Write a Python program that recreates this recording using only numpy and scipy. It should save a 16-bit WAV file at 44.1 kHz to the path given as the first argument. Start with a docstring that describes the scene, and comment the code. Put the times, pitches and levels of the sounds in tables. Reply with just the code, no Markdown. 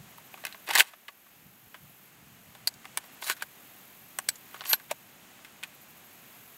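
"""Outdoors in a grassy field, a pump shotgun is racked and loaded close by: shells click past the lifter
and slide into the magazine tube. Knocks and scrapes shake four parts of the gun, each a set of resonances.
The magazine spring squeaks as a gliding sine. Insects trill as pulsed hiss over far rustle and light wind,
both shaped noise. The recorder's gain control turns the sound down after loud passages."""
import sys
import numpy as np
from scipy import signal
from scipy.fft import rfft, irfft
from scipy.io import wavfile
from scipy.ndimage import uniform_filter1d

SR = 44100
rng = np.random.default_rng(int(sys.argv[2]) if len(sys.argv) > 2 else 0)


def unload_wav(signal):
    """Save mono or channel-first audio to the path in sys.argv[1] as 16-bit WAV at rate SR, clipped to [-1, 1]."""
    wavfile.write(
        sys.argv[1],
        SR,
        np.round(np.clip(np.atleast_2d(signal).T, -1, 1) * 32767).astype(np.int16),
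    )


N = 290072


def gain_of(db):
    """Turns decibels into amplitude."""
    return 10 ** (np.asarray(db) / 20)


def evened(x):
    """Scales a signal to an rms (average strength) of 1."""
    return x / np.sqrt(np.mean(x ** 2) + 1e-20)


def add(mix, start_s, sound):
    """Mixes a sound in at a start time, cut off where the mix ends."""
    part = mix[..., round(start_s * SR):][..., :sound.shape[-1]]
    part += sound[..., :part.shape[-1]]


def coloured(points):
    """Steady noise of rms 1 whose spectrum joins the given points on a log-frequency axis."""
    points_hz, points_db = np.transpose(points)
    hz = np.fft.rfftfreq(N, 1 / SR)
    spectrum_db = np.interp(np.log(hz + 1), np.log(points_hz), points_db)
    white = rng.standard_normal(N)
    return evened(irfft(rfft(white) * gain_of(spectrum_db), N))


def mode(x, hz, width_hz):
    """A two-pole resonance, one pitch a body rings at, scaled so that white noise keeps its power."""
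    r = np.exp(-np.pi * width_hz / SR)
    feedback = [1, -2 * r * np.cos(2 * np.pi * hz / SR), r ** 2]
    return np.sqrt((1 - r ** 2) / 2) * signal.lfilter([1, 0, -1], feedback, x)


BREEZE_DB, LULL_S, LULL_LENGTH_S, LULL_DB = -67.5, 0.83, 0.49, -7.5  # the lull is relative to the breeze
# Gusts at the microphone: peak_s, level_db, reach_s (this far from its peak a gust is down to a seventh)
GUSTS = [(.0, -46.5, 0.071), (1.48, -56, 0.11), (1.674, -52, 0.023), (1.845, -47, 0.035),
         (2.4, -58.5, 0.39)]


def wind():
    """Lumpy low buffeting at the microphone: a steady breeze with one lull, and a few gusts."""
    t = np.arange(N) / SR
    in_lull = (t > LULL_S) & (t < LULL_S + LULL_LENGTH_S)
    level = gain_of(BREEZE_DB + LULL_DB * in_lull)
    for peak_s, db, reach_s in GUSTS:
        level = level + gain_of(db) * np.exp(-abs(t - peak_s) * 2 / reach_s)
    lumps = evened(uniform_filter1d(uniform_filter1d(rng.standard_normal(N), 1500), 1500))
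    # pitch_hz, relative level_db
    buffet = coloured([(20, -23), (60, -13.0), (130, 1), (200, -0.5), (300, -17.0), (600, -38)])
    return level * gain_of(2.0 * lumps) * buffet


RUSTLE_DB = -55  # overall level
# Tone colour of the far leaves and air: pitch_hz, level_db (per Hz, relative)
RUSTLE = [(24, -39), (40, -19), (137, -10), (220, 1), (529, -5.5), (770, -1), (852, -4), (2700, -4),
          (5050, -13.5), (8340, -10.5), (8990, -15.5), (12100, -13), (16000, -13.5)]


def rustle():
    """Far leaves and air: shaped noise that swells a little, slowly and at random."""
    swell = evened(uniform_filter1d(uniform_filter1d(rng.standard_normal(N), 6000), 6000))
    swell_db = 0.6 * swell
    return gain_of(RUSTLE_DB + swell_db) * coloured(RUSTLE)


CRICKETS_HZ, CRICKETS_DB = 6650, -72  # a faint steady band
TRILL_RISE_S, BETWEEN_DB = 0.99, -64.5  # time for a full-scale rise; hiss level between phrases
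STUTTER_S, STUTTER_DB, STUTTER_PER_S = 0.43, 9.5, 13
# Insect phrases: start_s, length_s, level_db, fade_s (fade at the end)
INSECTS = [(0.03, 2.1, -56, 0.072), (1.75, 1.1, -61, 0.35), (2.985, 2.35, -56.5, .5), (5.672, 2.2, -56, .5)]
# Tone colour of the insect hiss: pitch_hz, level_db (per Hz, relative)
TRILL = [(9000, -20), (10500, -7.5), (12000, -0.5), (13500, -1.5), (15000, -4.5), (16000, -6.5)]


def insects():
    """High hiss pulsed about 45 times a second; phrases stutter in, swell and fade over far crickets."""
    t, level = np.arange(N) / SR, gain_of(BETWEEN_DB)
    for start_s, length_s, db, fade_s in INSECTS:
        u = t - start_s
        rise = 0.28 + u / TRILL_RISE_S
        fade = (length_s - u) / fade_s
        shape = np.clip(np.minimum(rise, fade), 0, 1) * (u > 0)
        stutter_left = np.clip(1.3 - u / STUTTER_S, 0, 1)
        stutter_db = STUTTER_DB * stutter_left * np.cos(2 * np.pi * STUTTER_PER_S * u)
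        level = np.hypot(level, shape * gain_of(db + stutter_db))
    drift = evened(uniform_filter1d(rng.standard_normal(N), 20000, mode="wrap"))
    pulses_per_s = 45.0 + 1.6 * drift
    pulses_db = 2.5 * np.cos(2 * np.pi * np.cumsum(pulses_per_s) / SR)
    chorus = evened(mode(mode(rng.standard_normal(N), CRICKETS_HZ, 600), CRICKETS_HZ, 600))
    return level * gain_of(pulses_db) * coloured(TRILL) + gain_of(CRICKETS_DB) * chorus


TICK_DB, TICK_HZ = -4.5, 2850  # level is relative to the blow
CRISP_S = 0.0035  # chatter this short leaves the tick at TICK_DB; shorter is louder, longer softer
# Knocks: start_s, blow_db (on the receiver), stock_db and lifter_db (relative to the blow),
# spot_hz (pitch favoured by the spot struck), chatter_s (time for the chatter to fall 60 dB)
KNOCKS = [(.182, -44.5, 11.5, -3, 850, 0.02), (.341, -32.5, 2.5, -9, 802, 0.011),
          (0.375, -45.5, 8, 2, 1360, 0.061), (.438, -29, 0, -15, 2190, .017),
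          (.451, -20.5, -10, 5, 2720, 0.01), (.467, -27.5, -5, 4, 2180, 0.015),
          (.524, -32, -15, -1.5, 4080, 0.026), (.545, -32.5, -2.5, -20, 1230, .023),
          (.679, -29, -4, -25, 1160, .014), (0.688, -27, 8.5, 3.5, 2550, 0.046),
          (0.708, -17, -3, -0.5, 886, 0.024), (.735, -21, -18, 4, 1840, 0.022),
          (.752, -12.5, -2.5, 8.5, 1890, 0.025), (.757, -13, -4.5, -1, 1830, 0.022),
          (0.776, -12.5, -5.5, 2.5, 3550, 0.027), (.783, -14, 3, 8, 1980, 0.027),
          (0.797, -6, -10, -0.5, 2980, 0.041), (0.804, -1.5, -10, -10.5, 2164, 0.021),
          (0.872, -38, -18, 3, 2490, 0.063), (0.935, -31, 1, -12, 640, 0.036),
          (1.081, -25, -18, -5, 2230, .04), (1.086, -39, 7, -3, 1128, .04),
          (1.264, -42, 0, -9, 1130, 0.037), (1.743, -29, 0, -9, 1450, 0.056),
          (2.55, -35.5, -2, -3, 774, 0.028), (2.673, -19, -4.5, 11.5, 4780, 0.02),
          (2.677, -41, -13, 24, 4640, 0.011), (2.739, -52, 0, 15.5, 6470, 0.026),
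          (2.845, -39.5, 4.5, -9, 1230, 0.0051), (2.853, -28.5, -5.5, -6, 730, .02),
          (2.973, -16, -4.5, 2.5, 9350, 0.017), (3.039, -43, 2, 2, 645, .027),
          (3.224, -25.5, 2.5, -18, 3600, 0.019), (3.298, -17, 3.5, 6, 1530, 0.013),
          (3.304, -20, -15, -5, 1540, 0.071), (3.313, -28, -14, 3, 2600, 0.027),
          (3.366, -39.5, -12, 3, 1570, 0.051), (3.422, -20, -1.5, 1, 1450, 0.033),
          (4.187, -15.5, -3.5, 1.5, 8500, 0.011), (4.288, -12.5, -20, 5, 8500, 0.0067),
          (4.291, -35, -10, 23, 7900, 0.012), (4.356, -44.5, -9, 8.5, 7000, 0.032),
          (4.543, -34, 7, 1, 1570, 0.036), (4.563, -36.5, 4, -8, 1620, 0.0044),
          (4.608, -19, -6, -14, 1290, 0.0026), (4.617, -27.5, -1, -9, 1240, 0.0033),
          (4.656, -26, -3, -4, 3040, 0.0088), (4.712, -27.5, -18, -8, 1550, 0.037),
          (4.731, -10.5, -2, 6.5, 3800, 0.012), (4.735, -16.5, -15, -13, 1550, 0.01),
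          (4.798, -41, -1, 1, 1550, 0.034), (4.911, -22, -8, 5, 2720, 0.027),
          (4.913, -28.5, 12.5, 3, 624, 0.015), (5.39, -53, 11.5, -6, 324, .02),
          (5.447, -36.5, -16, 0, 2200, 0.045), (5.629, -28.5, -2, -10, 1820, 0.011),
          (5.634, -22.5, -15, -1.5, 2750, .038)]


def ticks():
    """The bare contact of each knock: about one cycle of air, heard along with the ringing parts."""
    out, t = np.zeros(N), np.arange(-40, 40) / SR
    snap = np.sin(2 * np.pi * TICK_HZ * t) * np.exp(-(TICK_HZ * t * 3.0) ** 2)
    for start_s, blow_db, *_, chatter_s in KNOCKS:
        crispness = min(CRISP_S / chatter_s, 2)
        add(out, start_s, gain_of(blow_db + TICK_DB) * crispness * snap)
    return out


PINS_DB = -6  # the small pins answer a knock this far below the lifter


def knock_force(part, hz):
    """Force on one mode: a sharp first contact, then dying chatter; the spot struck favours one pitch."""
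    force, t = np.zeros(N), np.arange(3000) / SR
    for start_s, blow_db, stock_db, lifter_db, spot_hz, chatter_s in KNOCKS:
        part_db = (stock_db, 0, lifter_db, lifter_db + PINS_DB)[part]
        spot_db = 11.1 * np.exp(-(np.log(hz / spot_hz) / 0.1) ** 2)
        chatter = gain_of(-60 * t / chatter_s) / np.sqrt(chatter_s / 0.0064)
        contact = 0.35 * np.exp(-t / 0.00045)
        onset = np.minimum(t / 0.00076, 1)
        add(force, start_s, gain_of(blow_db + part_db + spot_db) * (chatter + contact) * onset)
    return force


def hump(start_s, top_s, end_s):
    """Shares of the rise still to come and of the fall gone by, and where the stroke sounds."""
    t = np.arange(N) / SR
    before = np.clip((top_s - t) / (top_s - start_s), 0, 1)
    after = np.clip((t - top_s) / max(end_s - top_s, .001), 0, 1)
    return before, after, (t >= start_s) & (t <= end_s)


SWELL_DB, DIE_DB = 17, 16.5  # a stroke swells to its hardest, then dies
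TREBLE_SHARE = 0.69  # the treble follows this much of the swell
# Strokes of metal or shell sliding: start_s, hardest_s, end_s, scrape_db, treble_db (relative to the scrape)
# A stroke stops at end_s even before its hardest; one that ends before it starts is silent.
SLIDES = [(0.417, .475, 0.54, -48.5, -11), (0.666, 0.702, 0.75, -35, -6.5), (.73, .76, 0.79, -27, -6),
          (.785, 0.795, 0.827, -19, 2), (0.817, .825, 0.95, -43, -5), (2.827, 2.846, 2.57, -50, -8),
          (3.216, 3.291, 3.342, -38, 6), (3.37, 3.416, 3.44, -48, -8), (4.286, 4.291, 4.29, -24, 3),
          (4.448, 4.563, 4.75, -55, -5), (4.637, 4.638, 4.655, -44, -22), (4.649, 4.706, 4.762, -42.5, 7.5),
          (4.893, 4.91, 4.912, -40.5, -12)]


def scrape_force():
    """Rubbing surfaces catch unevenly: the force comes in clumps a millisecond or two long."""
    force = np.zeros((4, N))  # stock, receiver, lifter, pins
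    catches = evened(uniform_filter1d(rng.standard_normal((5, N)), 90, axis=1))
    clumps = gain_of(3.5 * catches[1:] + 2.8 * catches[0])  # each part's own catches plus shared ones
    for start_s, top_s, end_s, db, treble_db in SLIDES:
        before, after, on = hump(start_s, top_s, end_s)
        low_db = -SWELL_DB * before - DIE_DB * after
        high_db = treble_db - TREBLE_SHARE * SWELL_DB * before - DIE_DB * after ** 2
        soft_edges = uniform_filter1d(on * 1., 200)
        parts_db = [low_db - 5.0, low_db, high_db, high_db - 4.5]
        force += soft_edges * gain_of(db) * gain_of(parts_db)
    return force * clumps


# Pitches each part of the gun rings at: pitch_hz, width_hz (wider dies sooner), level_db (relative)
STOCK = [(337, 110, -12.5), (613, 132, -6), (760, 63, -2.5), (934, 67, -1), (1134, 59, 1),
         (1280, 480, -0.5)]
RECEIVER = [(1551, 110, 1), (1772, 59, -3.5), (2008, 220, -0.5), (2130, 330, -4), (2523, 250, -1.5),
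            (2960, 390, -1), (3480, 670, -0.2)]
LIFTER = [(4000, 230, -5.5), (3650, 210, -13.5), (4210, 360, -7), (4616, 270, -5), (5570, 480, -7),
          (6980, 850, -3), (7850, 32, -11.5), (8530, 860, -4.5)]
PINS = [(9660, 880, -0.5), (9700, 2700, -3.9), (12200, 1700, 1.5), (13760, 600, -10), (14800, 1200, -2)]


def gun():
    """Every mode feels its own share of the rough contact, so no two knocks ring alike."""
    out, scrape = ticks(), scrape_force()
    for k, part in enumerate((STOCK, RECEIVER, LIFTER, PINS)):
        ring = np.zeros(N)
        for hz, width_hz, db in part:
            rough_force = np.hypot(knock_force(k, hz), scrape[k]) * rng.standard_normal(N)
            ring += gain_of(db) * mode(rough_force, hz, width_hz) / np.sqrt(len(part))
        # little radiates outside the modes' range
        edges_hz = part[0][0] / 1.5, min(part[-1][0] * 1.5, 20000)
        out += signal.lfilter(*signal.butter(1, edges_hz, "band", fs=SR), ring)
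    bounces = np.zeros(900)  # direct sound and two bounces off the ground and the shooter
    bounces[[0, 210, 520]] = 1, .25, .12
    return signal.oaconvolve(out, bounces)[:N]


SQUEAK_HZ, SQUEAK_RISE_HZ = 12450, 250
SQUEAK_S, SQUEAK_ATTACK_S, SQUEAK_HOLD_S, SQUEAK_RELEASE_S = 4.666, 0.035, 0.047, 0.022
SQUEAK_DB, SQUEAK_ENDS_DB = -27, -29  # the ends are relative to the loudest point


def squeak():
    """The magazine spring as the last shell goes in: a thin fluttering whistle, rising as it tightens."""
    corners_s = SQUEAK_S + np.cumsum([0, SQUEAK_ATTACK_S, SQUEAK_HOLD_S, SQUEAK_RELEASE_S])
    t = np.arange(N) / SR
    on = (t >= corners_s[0]) & (t <= corners_s[-1])
    db = SQUEAK_DB + SQUEAK_ENDS_DB * np.interp(t, corners_s, [1, 0, 0.037, 1])
    flutter = evened(uniform_filter1d(rng.standard_normal((2, N)), 90, axis=1))
    progress = np.cumsum(on) / on.sum()
    hz = SQUEAK_HZ + SQUEAK_RISE_HZ * progress + 60 * flutter[0]
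    whistle = np.sqrt(2) * np.sin(2 * np.pi * np.cumsum(hz) / SR)
    return on * gain_of(db + 2.9 * flutter[1]) * whistle


def scene():
    """The gun close by over the field's background."""
    return (wind() + rustle() + insects() + gun() + squeak())[None]


EDGE_HZ = 15780  # little passes above this pitch


def record(dry):
    """Gain control turns down after loud passages and creeps back; then the top of the treble is cut."""
    power_db = 10 * np.log10(abs(uniform_filter1d(dry[0] ** 2, 2600, origin=1200)) + 1e-12)
    recovery_db = np.arange(N) * 3.1 / SR  # 3.1 dB a second
    excess_db = 0.71 * np.maximum(power_db + 24.5, 0)  # acts above -24.5 dB
    cut_db = np.maximum(np.maximum.accumulate(excess_db + recovery_db) - recovery_db, 0)
    ducked = dry / gain_of(uniform_filter1d(cut_db, 1500, origin=700))
    low_pass = signal.firwin(511, EDGE_HZ, window=("kaiser", 9), fs=SR)
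    return signal.oaconvolve(ducked, low_pass[None], "same")


dry = scene()
out = record(dry)
unload_wav(out)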